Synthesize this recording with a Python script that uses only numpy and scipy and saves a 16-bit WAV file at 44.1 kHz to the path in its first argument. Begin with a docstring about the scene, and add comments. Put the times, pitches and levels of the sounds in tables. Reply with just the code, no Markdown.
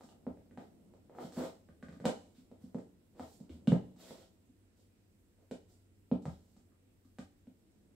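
"""Bare room, hollow laminate floor: feet work their way into high-heeled shoes, then turn and step.
Heel tips and soles ring modes of shoe and plank (tick, knock); the boards add a slower swelling thud.
Soles drag and swivel as dense uneven catches of noise; decaying noise echoes are the room's answer.
Building rumble, a wavering low hum, flexing boards and microphone hiss, all shaped noise, lie under it."""
import sys
import numpy as np
from scipy import signal
from scipy.io import wavfile

SR = 44100
rng = np.random.default_rng(int(sys.argv[2]) if len(sys.argv) > 2 else 0)


def persist_wave(psi):
    """Save psi, clipped to +-1, as 16-bit WAV."""
    counts = np.round(np.clip(psi, -1, 1) * 32767).astype(np.int16)
    wavfile.write(sys.argv[1], SR, np.atleast_2d(counts).T)


N = 350580

# Heel tips and sole edges striking: (time [s], knock level [dB], knock pitch [Hz], tick level [dB],
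# tick pitch [Hz], crack level [dB], thud level [dB], thud pitch [Hz])
TAPS = [(0.009, -47, 733, -81, 1420, -56, -80, 315), (0.036, -86, 815, -66, 1520, -52, -51.5, 224),
        (0.089, -56, 750, -55.5, 2970, -55, -68, 222), (0.124, -61, 750, -83, 1500, -72, -62, 200),
        (0.267, -35.5, 484, -93, 1440, -65, -31, 232.6), (0.373, -55, 556, -76, 1660, -75, -58, 191),
        (0.511, -58, 475, -65, 1780, -81, -52.5, 213), (0.575, -43, 654, -53.5, 1670, -57, -40, 220),
        (0.938, -53, 524, -84, 1580, -67, -70, 248), (1.097, -47, 500, -75, 1410, -73, -68, 280),
        (1.15, -51, 690, -84, 1500, -80, -67, 280), (1.186, -39.5, 750, -71, 1440, -59, -69, 194),
        (1.323, -54, 730, -65, 1540, -47, -51.5, 246), (1.369, -41, 444, -61, 1640, -62, -32, 220),
        (1.688, -58, 573, -65, 1470, -69, -49.5, 198), (1.827, -47.5, 553, -52.5, 1520, -54.5, -40.5, 214),
        (1.885, -50, 550, -56, 1760, -56, -42.5, 190), (1.927, -51, 573, -62, 1430, -57.5, -44.5, 194),
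        (1.962, -64, 458, -63, 1480, -71, -47, 223), (2.001, -45.5, 490, -57.5, 1480, -56.5, -46, 146),
        (2.0544, -24, 614, -29, 2470, -29, -26.5, 220), (2.515, -50, 470, -71, 2090, -65, -48, 228),
        (2.746, -36.5, 422, -79, 1460, -56, -29.5, 213), (2.785, -44, 450, -63, 1440, -57, -55, 214),
        (3.196, -41, 746, -67, 2020, -50, -39.5, 249), (3.403, -49, 387, -75, 3530, -56.5, -40.5, 200),
        (3.495, -54, 423, -52.5, 2900, -57, -43, 300), (3.6734, -31, 506, -32.5, 2690, -39.5, -15, 209.6),
        (3.72, -22.5, 444, -48, 1510, -46.5, -13.5, 180.4), (3.963, -67, 746, -80, 1310, -59, -58, 221),
        (4.108, -42.5, 445, -58, 3800, -68, -48, 207), (5.512, -36, 418, -45.5, 2320, -45.5, -36.5, 227),
        (6.1149, -29, 427, -49.5, 2280, -56, -19, 222.5), (6.222, -63, 745, -64, 3500, -56, -56, 220),
        (6.255, -37, 650, -52, 930, -47.5, -34.5, 159), (6.566, -65.5, 715, -82, 1220, -59, -55, 214),
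        (6.72, -80, 750, -79, 1260, -85, -81, 220), (7.049, -86, 750, -80, 1210, -64, -54.5, 259),
        (7.186, -42, 696, -48, 2070, -46.5, -36.5, 217), (7.471, -55.5, 404, -67, 2360, -75, -45.5, 238)]
# Colour of sole grinding through the boards, also of the boards flexing: (frequency [Hz], level [dB per Hz])
GRIND = [(59, -52), (100, -14), (226, 4.5), (342, -1), (491, -1), (650, -2.5), (880, -12), (1200, -16.5),
         (2000, -24), (4400, -78)]
EARLY_DB = 8   # lift of the first rounds of echoes over the later decay


def amp(db):
    """Decibels to gain."""
    return 10 ** (np.asarray(db) / 20)


def rms_one(x):
    """Scale to unit power."""
    return x / np.sqrt(np.mean(x ** 2) + 1e-20)


def at_hz(rows, hz, axis=1):
    """Read one column of a table on a log-frequency axis."""
    rows = np.array(rows)
    return np.interp(np.log(hz), np.log(rows[:, 0]), rows[:, axis])


def drift(rate_hz):
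    """Slow random wander of unit power: noise through two equal poles, made at SR / 40."""
    r = np.exp(-80 * np.pi * rate_hz / SR)
    noise = rng.standard_normal(N // 40 + 2002)
    slow = signal.lfilter([1], [1, -2 * r, r * r], noise)[2000:]   # without the filter's start
    return np.interp(np.arange(N) / 40, np.arange(len(slow)), rms_one(slow))


def bands(sources):
    """Half-octave bands, dealt in turn from the sources: yields centre in Hz and band."""
    edges = 22 * 2 ** np.arange(0, 10, .5)
    for k, (low, high) in enumerate(zip(edges, edges[1:])):
        sos = signal.butter(2, [low, high], "band", fs=SR, output="sos")
        yield np.sqrt(low * high), signal.sosfilt(sos, sources[k % len(sources)])


def spread(pair, alike):
    """Mix two unrelated signals into left and right whose correlation is alike, at least -0.15."""
    alike = np.clip(alike, -.15, 1)
    middle = np.sqrt(1 + alike) * pair[0]
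    side = np.sqrt(1 - alike) * pair[1]
    return middle + side * [[1], [-1]]


def peak(x, hz, db, q):
    """Bell-shaped lift or cut by a two-pole filter."""
    a, w = amp(db / 2), 2 * np.pi * hz / SR
    k = np.sin(w) / (2 * q)
    return signal.lfilter([1 + k * a, -2 * np.cos(w), 1 - k * a], [1 + k / a, -2 * np.cos(w), 1 - k / a], x)


def ringing(modes, t, strength_db):
    """Decaying sines of a mode table, each with its own strength."""
    hz, db, t60 = np.transpose(modes)[:, :, None]
    decay = amp(db + strength_db[:, None] - 60 * t / t60)
    return np.sum(decay * np.sin(2 * np.pi * hz * t), axis=0)


def nearness_db(modes, hz, db_per_octave):
    """A blow drives hardest the modes nearest its own pitch."""
    return -db_per_octave * np.abs(np.log2(np.array(modes)[:, 0] / hz))


def early(t):
    """One during the first rounds of echoes, then quickly zero."""
    end_s, edge_s = 0.071, 0.014   # where that stage ends, and how softly
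    return 1 / (1 + np.exp(np.clip((t - end_s) / edge_s, -50, 50)))


def tips():
    """Knock and tick ring in the shoe and plank; the hard tip adds one broad crack."""
    # Modes of shoe and plank under a blow: (frequency [Hz], level [dB], t60 [s])
    knock_modes = [(449, 9.5, 0.011), (589, 3.5, 0.018), (764, 9, 0.013), (946, 4.5, 0.012),
                   (1196, 13, 0.012), (1540, 13, 0.0089), (1800, 10.5, 0.0056), (2270, 13.5, 0.0036),
                   (2810, 6.5, 0.0051), (3345, -1, 0.0066), (4660, -23, 0.0044)]
    out, t = np.zeros(N + SR), np.arange(2000) / SR
    chance = rng.standard_normal((len(TAPS), len(knock_modes)))
    edge = signal.butter(2, [3500, 13000], "band", fs=SR, output="sos")
    crack = signal.sosfilt(edge, -np.exp(-t / .00005))
    crack /= np.abs(crack).max()
    closing = 1 - np.exp(-t / 0.00059)   # the contact takes a moment to close
    for (s, knock_db, knock_hz, tick_db, tick_hz, crack_db, *_), draw in zip(TAPS, chance):
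        low = amp(knock_db + nearness_db(knock_modes, knock_hz, 21.7))
        high = amp(tick_db + nearness_db(knock_modes, tick_hz, 16.0))
        strength_db = 20 * np.log10(low + high) + 1.5 * draw   # no two blows ring alike
        ring = ringing(knock_modes, t, strength_db)
        i = round(s * SR)
        out[i:i + len(t)] += amp(crack_db) * crack - closing * ring
    return out[:N]


def boards():
    """The swelling thud of the boards, and the standing waves and joists that it sets going."""
    # Soles settling softly, thud alone: (time [s], thud level [dB], thud pitch [Hz])
    settles = [(1.242, -37.5, 203), (2.018, -41, 202), (2.378, -48.5, 232), (2.635, -40, 222),
               (3.547, -44.5, 236), (4.491, -55.5, 256), (6.275, -30.5, 161)]
    # Body weight landing on the joists: (time [s], level [dB])
    weight = [(0.267, -56), (1.369, -56), (1.689, -57), (1.826, -57.5), (1.885, -54.5), (2.635, -67),
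              (3.194, -54.5), (3.493, -47), (3.547, -67), (3.673, -42), (6.115, -51), (6.252, -45),
              (7.184, -58)]
    # Lowest standing waves of room and floor cavity: (frequency [Hz], level [dB], t60 [s])
    boom_modes = [(126, -32.5, 0.47), (153, -46.5, 0.53), (177.3, -14, 0.22), (183, -25, 0.73),
                  (242, -38, 0.94), (289.5, -25, 0.62)]
    peak_s, sharpness = 0.00913, 5.5   # when the thud is fullest, and how narrow its swell
    joist_hz, joist_t60_s = 80, 0.45
    boom_over_thud_db = 3.5
    thuds = [(row[0], *row[-2:]) for row in TAPS] + list(settles)
    thud, boom, t = np.zeros(N + SR), np.zeros(N + SR), np.arange(SR // 2) / SR
    chance = rng.standard_normal((len(thuds), len(boom_modes)))
    swell = (t / peak_s * np.exp(1 - t / peak_s)) ** sharpness   # bending waves gather, then leave
    build = (1 - np.exp(-t / 0.023)) ** 2 * amp(EARLY_DB * early(t))
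    joists = amp(-60 * t / joist_t60_s) * np.sin(2 * np.pi * joist_hz * t)
    for (s, thud_db, thud_hz), draw in zip(thuds, chance):
        i = round(s * SR)
        thud[i:i + len(t)] += amp(thud_db) * swell * np.sin(2 * np.pi * thud_hz * (t - peak_s))
        waves = ringing(boom_modes, t, nearness_db(boom_modes, thud_hz, 7.4) + 0.79 * draw)
        boom[i:i + len(t)] += build * amp(thud_db + boom_over_thud_db) * waves
    for s, weight_db in weight:
        i = round(s * SR)
        boom[i:i + len(t)] += build * amp(weight_db) * joists
    return thud[:N], boom[:N]


def grit(spectrum, per_s, uneven_db, lumpy_db):
    """Dense uneven catches of sole on grain, coloured by the body that they shake; rms 1."""
    signs = rng.choice([-1, 1], (2, N))
    sizes = amp(uneven_db * np.minimum(rng.exponential(1, (2, N)), 5)) * signs
    catches = sizes * (rng.random((2, N)) < per_s / SR) + 1e-18
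    lowest_hz, highest_hz = spectrum[0][0], spectrum[-1][0] * 1.2
    out = np.zeros(N)
    for hz, band in bands(catches):
        if lowest_hz < hz < highest_hz:
            out += amp(at_hz(spectrum, hz)) * band
    return rms_one(out * amp(lumpy_db * drift(25)))


def drags():
    """Each stroke swells, holds and dies; it grinds through the boards and rubs in the air, each in its own share."""
    # Soles dragging, one row a stroke: (start [s], swell [s], hold [s], rub of the sole [dB],
    # grind through the boards [dB], sheen of the rub [dB])
    strokes = [(0.0, 0.01, 0.097, -97, -75, -84), (0.579, 0.0079, 0.037, -85, -61, -88),
               (1.094, 0.061, 0.068, -96, -58, -83), (1.175, 0.03, 0.048, -72.5, -56, -75.5),
               (1.304, 0.039, 0.03, -70.5, -63, -69.5), (1.356, 0.016, 0.078, -68, -45.5, -70.5),
               (1.896, 0.027, 0.015, -82, -70, -106), (2.035, 0.014, 0.018, -63.5, -38.5, -78),
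               (2.336, 0.012, 0.034, -83, -82, -82.5), (2.583, 0.031, 0.026, -85, -72.5, -83),
               (3.116, 0.086, 0.032, -76, -56.5, -77), (3.24, 0.031, 0.07, -88, -78.5, -75.5),
               (3.493, 0.011, 0.026, -78.5, -72.5, -81.5), (3.951, 0.05, 0.1, -72, -68, -73),
               (4.068, 0.014, 0.14, -76.5, -67.5, -81.5), (4.741, 0.029, 0.03, -92, -85, -86),
               (5.328, 0.068, 0.029, -100, -75.5, -100), (5.663, 0.027, 0.033, -93, -77, -81),
               (6.276, 0.015, 0.027, -80, -66.5, -82.5), (6.34, .04, .15, -101, -92, -89)]
    # Colour of the rub in the air: (frequency [Hz], level [dB per Hz])
    rub_colour = [(710, -28), (1200, -4.5), (1480, -3), (2010, -7.5), (4540, -3.5), (5500, -39),
                  (7150, -21), (12100, -120)]
    # Colour of its treble sheen: (frequency [Hz], level [dB per Hz])
    sheen_colour = [(3240, -6.5), (5500, 1.5), (8020, -3.5), (9330, -2.5), (15100, 2), (15500, -9)]
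    release_db_per_s = 348.5   # how fast a stroke dies as the sole comes to rest
    t, levels = np.arange(N) / SR, np.zeros((3, N))
    for s, swell_s, hold_s, *shares_db in strokes:
        swell = np.clip((t - s) / max(swell_s, .002), 0, 1) ** 2
        release = amp(-release_db_per_s * np.clip(t - s - swell_s - hold_s, 0, 1))
        levels += swell * release * amp(shares_db)[:, None]
    grind = grit(GRIND, per_s=1100, uneven_db=3.5, lumpy_db=1.0)
    rub = grit(rub_colour, per_s=6000, uneven_db=2.5, lumpy_db=1.5)
    sheen = grit(sheen_colour, per_s=12000, uneven_db=2, lumpy_db=1.2)
    return levels[0] * rub + levels[1] * grind + levels[2] * sheen


def room(x):
    """Bare walls: dense echoes that die band by band and differ between the ears in the treble."""
    # Diffuse answer of the room: (frequency [Hz], level [dB], t60 [s], left-right likeness [-1 to 1],
    # build-up [s])
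    answer_rows = [(151, -7.5, 0.35, 0.71, 0.0059), (298, -9, 0.46, 1, 0.0031),
                   (710, -4.5, 0.43, 0.1, 0.0093), (1500, -8, 0.44, 0.056, 0.0071),
                   (3000, -3.5, 0.47, .02, 0.0047), (5560, 2.5, 0.56, 0.01, 0.001),
                   (12500, -6.5, 0.52, 0.01, .002)]
    t = np.arange(int(.6 * SR)) / SR
    echoes = 0
    for hz, pair in bands(rng.standard_normal((2, 2, len(t)))):
        t60 = at_hz(answer_rows, hz, axis=2)
        unit_energy = np.sqrt(2 * np.log(1000) / (t60 * SR))   # a longer decay is no stronger in sum
        fall = amp(at_hz(answer_rows, hz) - 60 * t / t60) * unit_energy
        fall *= np.clip(t / at_hz(answer_rows, hz, axis=4), 0, 1) ** 2   # echoes thicken after the direct sound
        echoes = echoes + fall * spread(pair, at_hz(answer_rows, hz, axis=3))
    echoes = echoes * amp(EARLY_DB * early(t))
    return signal.fftconvolve(x[None], echoes, axes=1)[:, :N]


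def stillness():
    """Rumble and hiss of the still room, a wavering low hum, and boards flexing: noise in shaped bands."""
    # Colour of the still room: (frequency [Hz], level [dB per Hz])
    still_colour = [(15, -40), (25, -0.5), (96, -2), (129, -40), (221, -11), (267, -25), (306, -7),
                    (341, -25), (379, -13.5), (471, -25), (744, -30.5), (2070, -28), (4060, -32),
                    (7960, -35), (15600, -33.5)]
    # How alike the two capsules hear it: (frequency [Hz], left-right likeness [-1 to 1])
    still_likeness = [(60, 0.63), (240, 0.83), (950, -0.2), (3770, -0.3), (15000, 0)]
    # Boards flexing as weight shifts: (time [s], level [dB])
    flex_rows = [(0.0, -69), (1.08, -66), (1.3, -72), (1.75, -66.5), (2.06, -66.5), (2.21, -67.5),
                 (2.79, -67.5), (3.03, -76), (3.74, -63), (4.72, -79), (6.09, -75.5), (6.24, -72),
                 (6.62, -75.5), (7.95, -75)]
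    still_db = -70.5
    hum_hz, hum_width_hz, hum_db = 94.1, 4.7, -71.5
    s, flex_db = np.transpose(flex_rows)
    flex = amp(np.interp(np.arange(N) / SR, s, flex_db) + 2.0 * drift(0.98))
    still, creak = 0, 0
    for hz, pair in bands(rng.standard_normal((2, 2, N))):
        band = spread(pair, at_hz(still_likeness, hz))
        still = still + amp(at_hz(still_colour, hz) + 1.0 * drift(6.1)) * band
        if 100 < hz < 1500:   # flexing is duller than the grind: 7.7 dB less per octave
            creak = creak + amp(at_hz(GRIND, hz) - 7.7 * np.log2(hz / 200)) * band
    r = np.exp(-np.pi * hum_width_hz / SR)
    resonance = [1, -2 * r * np.cos(2 * np.pi * hum_hz / SR), r * r]
    hum = signal.lfilter([1, 0, -1], resonance, rng.standard_normal(N))
    return amp(still_db) * rms_one(still) + flex * rms_one(creak) + amp(hum_db) * rms_one(hum)


def scene():
    """Taps and drags, direct and through the room, over the stillness."""
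    thud, boom = boards()
    late_boom = np.r_[np.zeros(9), boom[:-9]]
    wide = np.array([late_boom, boom])   # standing waves reach the left capsule 9 samples late
    shoes = tips() + drags()
    answer = room(shoes + amp(-7.0) * thud)   # the thud arrives mostly through the floor
    direct = peak(shoes, 11000, -4.5, 0.72)   # foot and shoe shade the treble on the direct path
    near = (direct + thud) * amp([[-.4], [.4]])   # a little stronger on the right
    return near + wide + answer + stillness()


def record(dry):
    """The right capsule is brighter than the left; the deepest bass and the top are cut."""
    cutoff_hz = 15750
    left = peak(dry[0], 12500, -4.5, 0.5)
    right = peak(dry[1], 7900, 9.34, 4.3)
    thin = signal.sosfilt(signal.butter(2, 45, "high", fs=SR, output="sos"), [left, right])
    return signal.sosfilt(signal.ellip(12, .3, 70, cutoff_hz, fs=SR, output="sos"), thin)


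dry = scene()
out = record(dry)
persist_wave(out)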